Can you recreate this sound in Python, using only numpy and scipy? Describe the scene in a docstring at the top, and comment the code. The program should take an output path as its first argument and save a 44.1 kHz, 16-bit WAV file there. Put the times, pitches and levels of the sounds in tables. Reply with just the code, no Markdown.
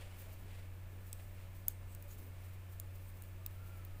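"""Yarn slides over fingers, close up, against the hum and whirr of a fan in a quiet room: hand knitting.
Two thin needles tick together, their ringing soon damped by fingers and wool. Between ticks the tips
scrape through stitches and the hands rub the work, fibres catching and slipping in tiny grains.
Needle squeaks softly on needle, and near the end a faint, far whine rises and falls."""
import sys
import numpy as np
from scipy import signal
from scipy.fft import rfft, irfft, next_fast_len
from scipy.io import wavfile
from scipy.ndimage import map_coordinates

SR = 44100
rng = np.random.default_rng(int(sys.argv[2]) if len(sys.argv) > 2 else 0)


def to_wav(sig):
    """Store sig (one row per channel, or 1-D mono) as 16-bit WAV at the path in sys.argv[1].

    Samples outside -1..1 are clipped; the rate is SR.
    """
    pcm = np.clip(np.atleast_2d(sig), -1, 1) * 32767
    pcm = np.round(pcm).astype(np.int16)
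    wavfile.write(sys.argv[1], SR, pcm.T)  # frames by channels


N = 176400


def amp(db):
    """Decibels to gain."""
    return 10 ** (np.asarray(db) / 20)


def unit(x):
    """x scaled to rms 1."""
    return x / np.sqrt(np.mean(x ** 2) + 1e-20)


def along(points, hz):
    """A curve through (Hz, value) points, read at hz on a log frequency axis."""
    f, v = np.transpose(points)
    return np.interp(np.log(hz + 1), np.log(f + 1), v)


def wobble(rate):
    """A smooth random curve with rate knots a second."""
    knots = rng.standard_normal(int(N * rate / SR) + 4)
    return map_coordinates(knots, [np.arange(N) * rate / SR])


def filtered(x, response):
    """x through an EQ whose gain is response(hz)."""
    size = next_fast_len(2 * len(x))
    return irfft(rfft(x, size) * response(np.fft.rfftfreq(size, 1 / SR)), size)[:len(x)]


def coloured(x, spectrum):
    """x shaped by an EQ curve of (Hz, dB) points, at rms 1."""
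    return unit(filtered(x, lambda hz: amp(along(spectrum, hz))))


def friction(strokes, spectrum, rough_db, grains_per_s=900, grain_share=0.14):
    """Fibres catch and slip in tiny grains under strokes that swell and fade."""
    t = np.arange(N) / SR
    power = sum(amp(db) ** 2 * np.exp(-np.pi * ((t - s) / length) ** 2) for s, length, db in strokes)
    grains = unit((rng.random(N) < grains_per_s / SR) * rng.standard_normal(N))
    slip = np.sqrt(grain_share) * grains + np.sqrt(1 - grain_share) * rng.standard_normal(N)
    roughness = amp(rough_db * wobble(90))
    return np.sqrt(power) * roughness * coloured(slip, spectrum)


def noise_swells(rows, width):
    """Narrow bands of noise swell and fade; width is the half-width as a fraction of the pitch."""
    out, t = np.zeros(N), np.arange(N) / SR
    for s, length, db, hz in rows:
        band = filtered(rng.standard_normal(N), lambda f: 1 / (1 + ((f / hz - 1) / width) ** 2))
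        out += amp(db) * np.exp(-np.pi / 2 * ((t - s) / length) ** 2) * unit(band)
    return out


def yarn_pulls():
    """Yarn drawn over the fingers gives a soft, grainy swish."""
    # Each row: middle in seconds, length in seconds, level in dB.
    pulls = [(.01, 0.08, -61), (.16, 0.29, -65), (.32, .12, -78), (.52, 0.11, -65.5), (.6, 0.081, -65.5),
             (1.2, 0.018, -63), (1.42, 0.089, -67), (2.44, 0.14, -69.5), (3.8, 0.34, -73.5)]
    # Each row: frequency in Hz, relative noise density in dB.
    spectrum = [(200, -9.5), (600, 8.5), (1200, -1.5), (2400, 5.5), (4000, -3), (6000, -10), (8500, -6),
                (12000, -10), (15500, -12)]
    return friction(pulls, spectrum, rough_db=1.5)


def room_tone(air_db=-61, rumble_db=-57):
    """A steady bed of room air and microphone hiss over a low rumble."""
    # Each row of both: frequency in Hz, relative noise density in dB.
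    air_spectrum = [(110, 9.5), (150, 6.5), (220, 1), (350, 1.5), (450, -2.5), (580, -1), (750, -2.5),
                    (1100, -4), (1620, -6), (1750, -4), (1900, -8.5), (2150, -5), (2520, -6), (3200, -12),
                    (4200, -16), (6000, -19.5), (8300, -16), (10000, -18), (13500, -16), (15200, -10),
                    (16000, -19.5)]
    rumble_spectrum = [(5, 1), (18, 0), (31, -6.5), (40, 0.5), (50, -14), (62, -6.5), (80, -8.5),
                       (110, -14.5), (150, -46), (300, -60)]
    air = amp(air_db) * coloured(rng.standard_normal(N), air_spectrum)
    rumble = amp(rumble_db) * coloured(rng.standard_normal(N), rumble_spectrum)
    return air + rumble


def fan_hum(waver_db=1, pitch_drift=0.00321):
    """A fan hums low with weak higher tones, each a little unsteady in level and pitch."""
    # Each row: frequency in Hz, level in dB before swell and waver.
    tones = [(31, -58), (92.3, -50.5), (184.5, -71), (276.8, -81), (323, -82.5), (360, -79.5),
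             (484.7, -79.5), (554, -79), (571, -83.5), (646.3, -81), (1739, -83.5)]
    # The slow swell of the whole hum. Each row: time in seconds, gain in dB.
    swell = [(0, -1.1), (1.4, 0.6), (2.6, -1), (3.3, 0.6), (4, 1.5)]
    swell_db = np.interp(np.arange(N) / SR, *np.transpose(swell))
    out = np.zeros(N)
    for hz, db in tones:
        level = amp(db + swell_db + waver_db * wobble(3.77))
        drifting_hz = hz * (1 + pitch_drift * wobble(7))
        phase = 2 * np.pi * (np.cumsum(drifting_hz) / SR + rng.random())
        out += level * np.sqrt(2) * np.sin(phase)
    return out


def room_whirr():
    """A midrange whirr comes up briefly in the room now and then."""
    # Each row: middle in seconds, length in seconds, level in dB, pitch in Hz.
    whirrs = [(.03, .07, -67, 573), (.3, 0.071, -69, 645), (1.32, .1, -70, 605), (2.04, 0.092, -66.5, 570),
              (2.92, 0.071, -71, 640)]
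    return noise_swells(whirrs, width=0.044)


def needle_ticks(crack_db=-9, crack_t60_s=0.0021, boost_width_hz=370, level_window_s=.005):
    """The needles touch for a millisecond or so; the grip retunes their bending modes and damps them."""
    # Each row: start in seconds, level in dB over the level window, contact time in seconds, pitch
    # ratio of the bending modes under the grip, a gain in dB for each of the four bands below,
    # and the (Hz, dB) boosts of the modes that the contact point favours.
    ticks = [(.1915, -58, .0003, 1, -4, -2, 0, 0, []), (.219, -56, .0003, 1, -4, 2, -4, 2, []),
             (1.1291, -43, 0.00095, 1.048, 4, 2, -7, -3.5, [(3550, 3), (5100, 5), (8350, 18), (12350, 11)]),
             (1.6819, -27.5, 0.0012, 1, -1.5, -2.5, 4.5, 0, [(3450, -2), (4880, 4.5), (6670, 4.5),
             (11200, -1), (13160, -1)]), (1.9493, -51.5, 0.00039, 1.1, -1, 4.5, -5, 1, [(7900, 7)]),
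             (2.0248, -53.5, .0003, 1, -6, -2, -3, -3, [(12300, 5)]),
             (2.7988, -43, 0.00062, 1.03, 2, 4.5, -7, -2, [(5150, 7), (7500, 9), (9500, 13.5),
             (12650, 21)]), (3.2218, -52.5, .0003, 0.78, 3, 3, -5, -3, [(8800, 3)]),
             (3.237, -58, .0003, 0.85, 11, 1, -4, 0, [(8800, 2)]),
             (3.4625, -38.5, 0.00067, 1.08, 4.5, -1, -9, -1.5, [(3500, 5), (11900, 19), (14400, 7.5)]),
             (3.85, -51, .0003, 0.86, 6, -2.5, -12, 0, [])]
    # A needle's modes. Each row: frequency in Hz, relative level in dB, time to fall 60 dB in seconds.
    modes = [(2320, -26, 0.015), (3320, -24.5, 0.0062), (4900, -23.5, 0.0088), (6640, -12.5, 0.0037),
             (7550, -17, 0.007), (8130, -11.5, 0.0035), (8950, -15.5, 0.015), (9680, -14.5, 0.0058),
             (10540, -7.5, 0.0033), (11390, -2.5, 0.0071), (12000, -12, 0.0052), (13020, -0.5, 0.0077),
             (13700, -1, 0.0064), (14430, -1, 0.0037), (15600, 2, .006)]
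    # The crack of the contact. Each row: frequency in Hz, relative level in dB.
    crack_spectrum = [(500, -15), (2000, -20), (4200, -10.5), (5800, -11), (9000, -11), (14000, 3),
                      (16500, -1)]
    bending_hz = (2000, 5400)
    bands_hz = bending_hz, (6500, 9600), (11000, 13100), (14200, 16000)
    free_hz, mode_db, t60 = np.transpose(modes)[:, :, None]
    out, t = np.zeros(N + SR), np.arange(SR // 25) / SR
    for start, db, contact_s, grip, *band_db, boosts in ticks:
        hz = np.where(free_hz < bending_hz[1], grip * free_hz, free_hz)
        touch_eq = [(edge, gain) for band, gain in zip(bands_hz, band_db) for edge in band]
        boost_db = sum(gain * np.exp(-((hz - f) / boost_width_hz) ** 2) for f, gain in boosts)
        drive_db = mode_db + along(touch_eq, hz) + boost_db
        attack = 1 - np.exp(-2 * t / contact_s)
        since_release = np.maximum(t - contact_s, 0)
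        partials = np.sin(2 * np.pi * (hz * t + rng.random(hz.shape)))
        ring = (amp(drive_db - 60 * since_release / t60) * partials).sum(axis=0)
        noise = coloured(rng.standard_normal(len(t)), crack_spectrum)
        crack = coloured(noise, touch_eq) * amp(-60 * since_release / crack_t60_s)
        tick = unit(unit(attack * ring) + amp(crack_db) * unit(attack * crack))
        out[round(start * SR):][:len(t)] += amp(db) * tick * np.sqrt(level_window_s * SR / len(t))
    return out[:N]


def tip_scrapes():
    """The needle tips push through stitches with a bright, dry rasp."""
    # Each row: middle in seconds, length in seconds, level in dB.
    scrapes = [(.195, 0.047, -63), (.222, 0.03, -61), (.255, 0.055, -68), (.327, 0.036, -65),
               (.41, 0.053, -68.5), (.93, 0.011, -68), (1.08, 0.022, -66), (1.19, 0.27, -69),
               (1.575, 0.058, -67), (1.705, 0.03, -59), (1.925, 0.062, -68), (2.04, 0.069, -70.5),
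               (2.12, 0.039, -58), (2.205, 0.048, -62), (2.26, 0.061, -68), (2.46, 0.064, -67.5),
               (2.54, 0.021, -66), (2.73, 0.05, -67), (2.965, 0.044, -66.5), (3.03, .05, -71),
               (3.085, .05, -67), (3.19, .08, -70), (3.275, 0.11, -72), (3.53, 0.12, -70.5),
               (3.68, 0.065, -68.5), (3.77, 0.044, -67.5), (3.975, 0.05, -72)]
    # Each row: frequency in Hz, relative noise density in dB.
    spectrum = [(1000, -26), (3000, -6.5), (5500, -7.5), (7000, -5), (8300, -3.5), (10200, -4),
                (12000, -0.5), (13100, 4), (13900, -1), (15100, 8), (16000, -6.5)]
    return friction(scrapes, spectrum, rough_db=2.15)


def hand_rubs():
    """The hands rub on the work, soft and dull."""
    # Each row: middle in seconds, length in seconds, level in dB.
    rubs = [(.25, 0.17, -69), (.45, 0.05, -63), (.96, 0.12, -66.5), (2.24, 0.16, -63.5), (2.55, 0.13, -75)]
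    # Each row: frequency in Hz, relative noise density in dB.
    spectrum = [(60, 0.5), (180, 1.5), (380, 0.5), (600, -12), (1200, -19), (4000, -42)]
    return friction(rubs, spectrum, rough_db=-2.0)


def needle_squeaks():
    """Needle slides on needle with a brief, thin squeak."""
    # Each row: middle in seconds, length in seconds, level in dB, pitch in Hz.
    squeaks = [(1.17, 0.11, -78, 8100), (1.726, 0.072, -71.5, 8600), (1.922, .04, -70, 8100),
               (2.115, 0.021, -69, 6840), (3.083, 0.024, -70, 8900)]
    return noise_swells(squeaks, width=.07)


def far_whine(fuzz=0.69):
    """A faint tone rises and sinks, blurred by a fast flutter of level and phase."""
    # Each row: time in seconds, pitch in Hz, level in dB.
    glide = [(3.35, 1124, -93), (3.463, 1207, -70.5), (3.532, 1302, -76), (3.61, 1376, -69),
             (3.74, 1374, -69), (3.82, 1310, -72), (4, 1236, -77)]
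    s, hz, db = np.transpose(glide)
    t = np.arange(N) / SR
    flutter = 1 + fuzz * (wobble(110) + 1j * wobble(110))
    phase = 2 * np.pi * np.cumsum(np.interp(t, s, hz)) / SR
    tone = unit(np.real(flutter * np.exp(1j * phase)))
    return np.interp(t, s, amp(db), left=0) * tone


def room_reverb(x):
    """The short, faint tail of a furnished room; cloth swallows the highest treble."""
    # Each row: frequency in Hz, time to fall 60 dB in seconds.
    decay = [(300, 0.23), (3000, 0.075), (9000, 0.16), (15000, 0.073)]
    # Each row: frequency in Hz, gain of the reverb in dB.
    return_eq = [(300, -17), (8500, -17), (11000, -25), (13000, -28), (16000, -26)]
    hz, t, noise = signal.stft(rng.standard_normal(SR // 2), SR, nperseg=256)
    tail = signal.istft(noise * amp(-60 * t / along(decay, hz)[:, None]), SR, nperseg=256)[1]
    wet = signal.fftconvolve(x, tail / np.linalg.norm(tail))[:N]
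    return filtered(wet, lambda f: amp(along(return_eq, f)))


def scene():
    """The knitting up close, the room behind it, in mono."""
    knitting = yarn_pulls() + hand_rubs() + needle_ticks() + tip_scrapes() + needle_squeaks()
    mix = knitting + room_reverb(knitting) + room_tone() + fan_hum() + far_whine() + room_whirr()
    return mix[None]


def record(dry, cutoff_hz=15450):
    """A steep low-pass takes off the very top of the treble."""
    return signal.sosfilt(signal.ellip(10, .1, 70, cutoff_hz, fs=SR, output="sos"), dry)


dry = scene()
out = record(dry)
to_wav(out)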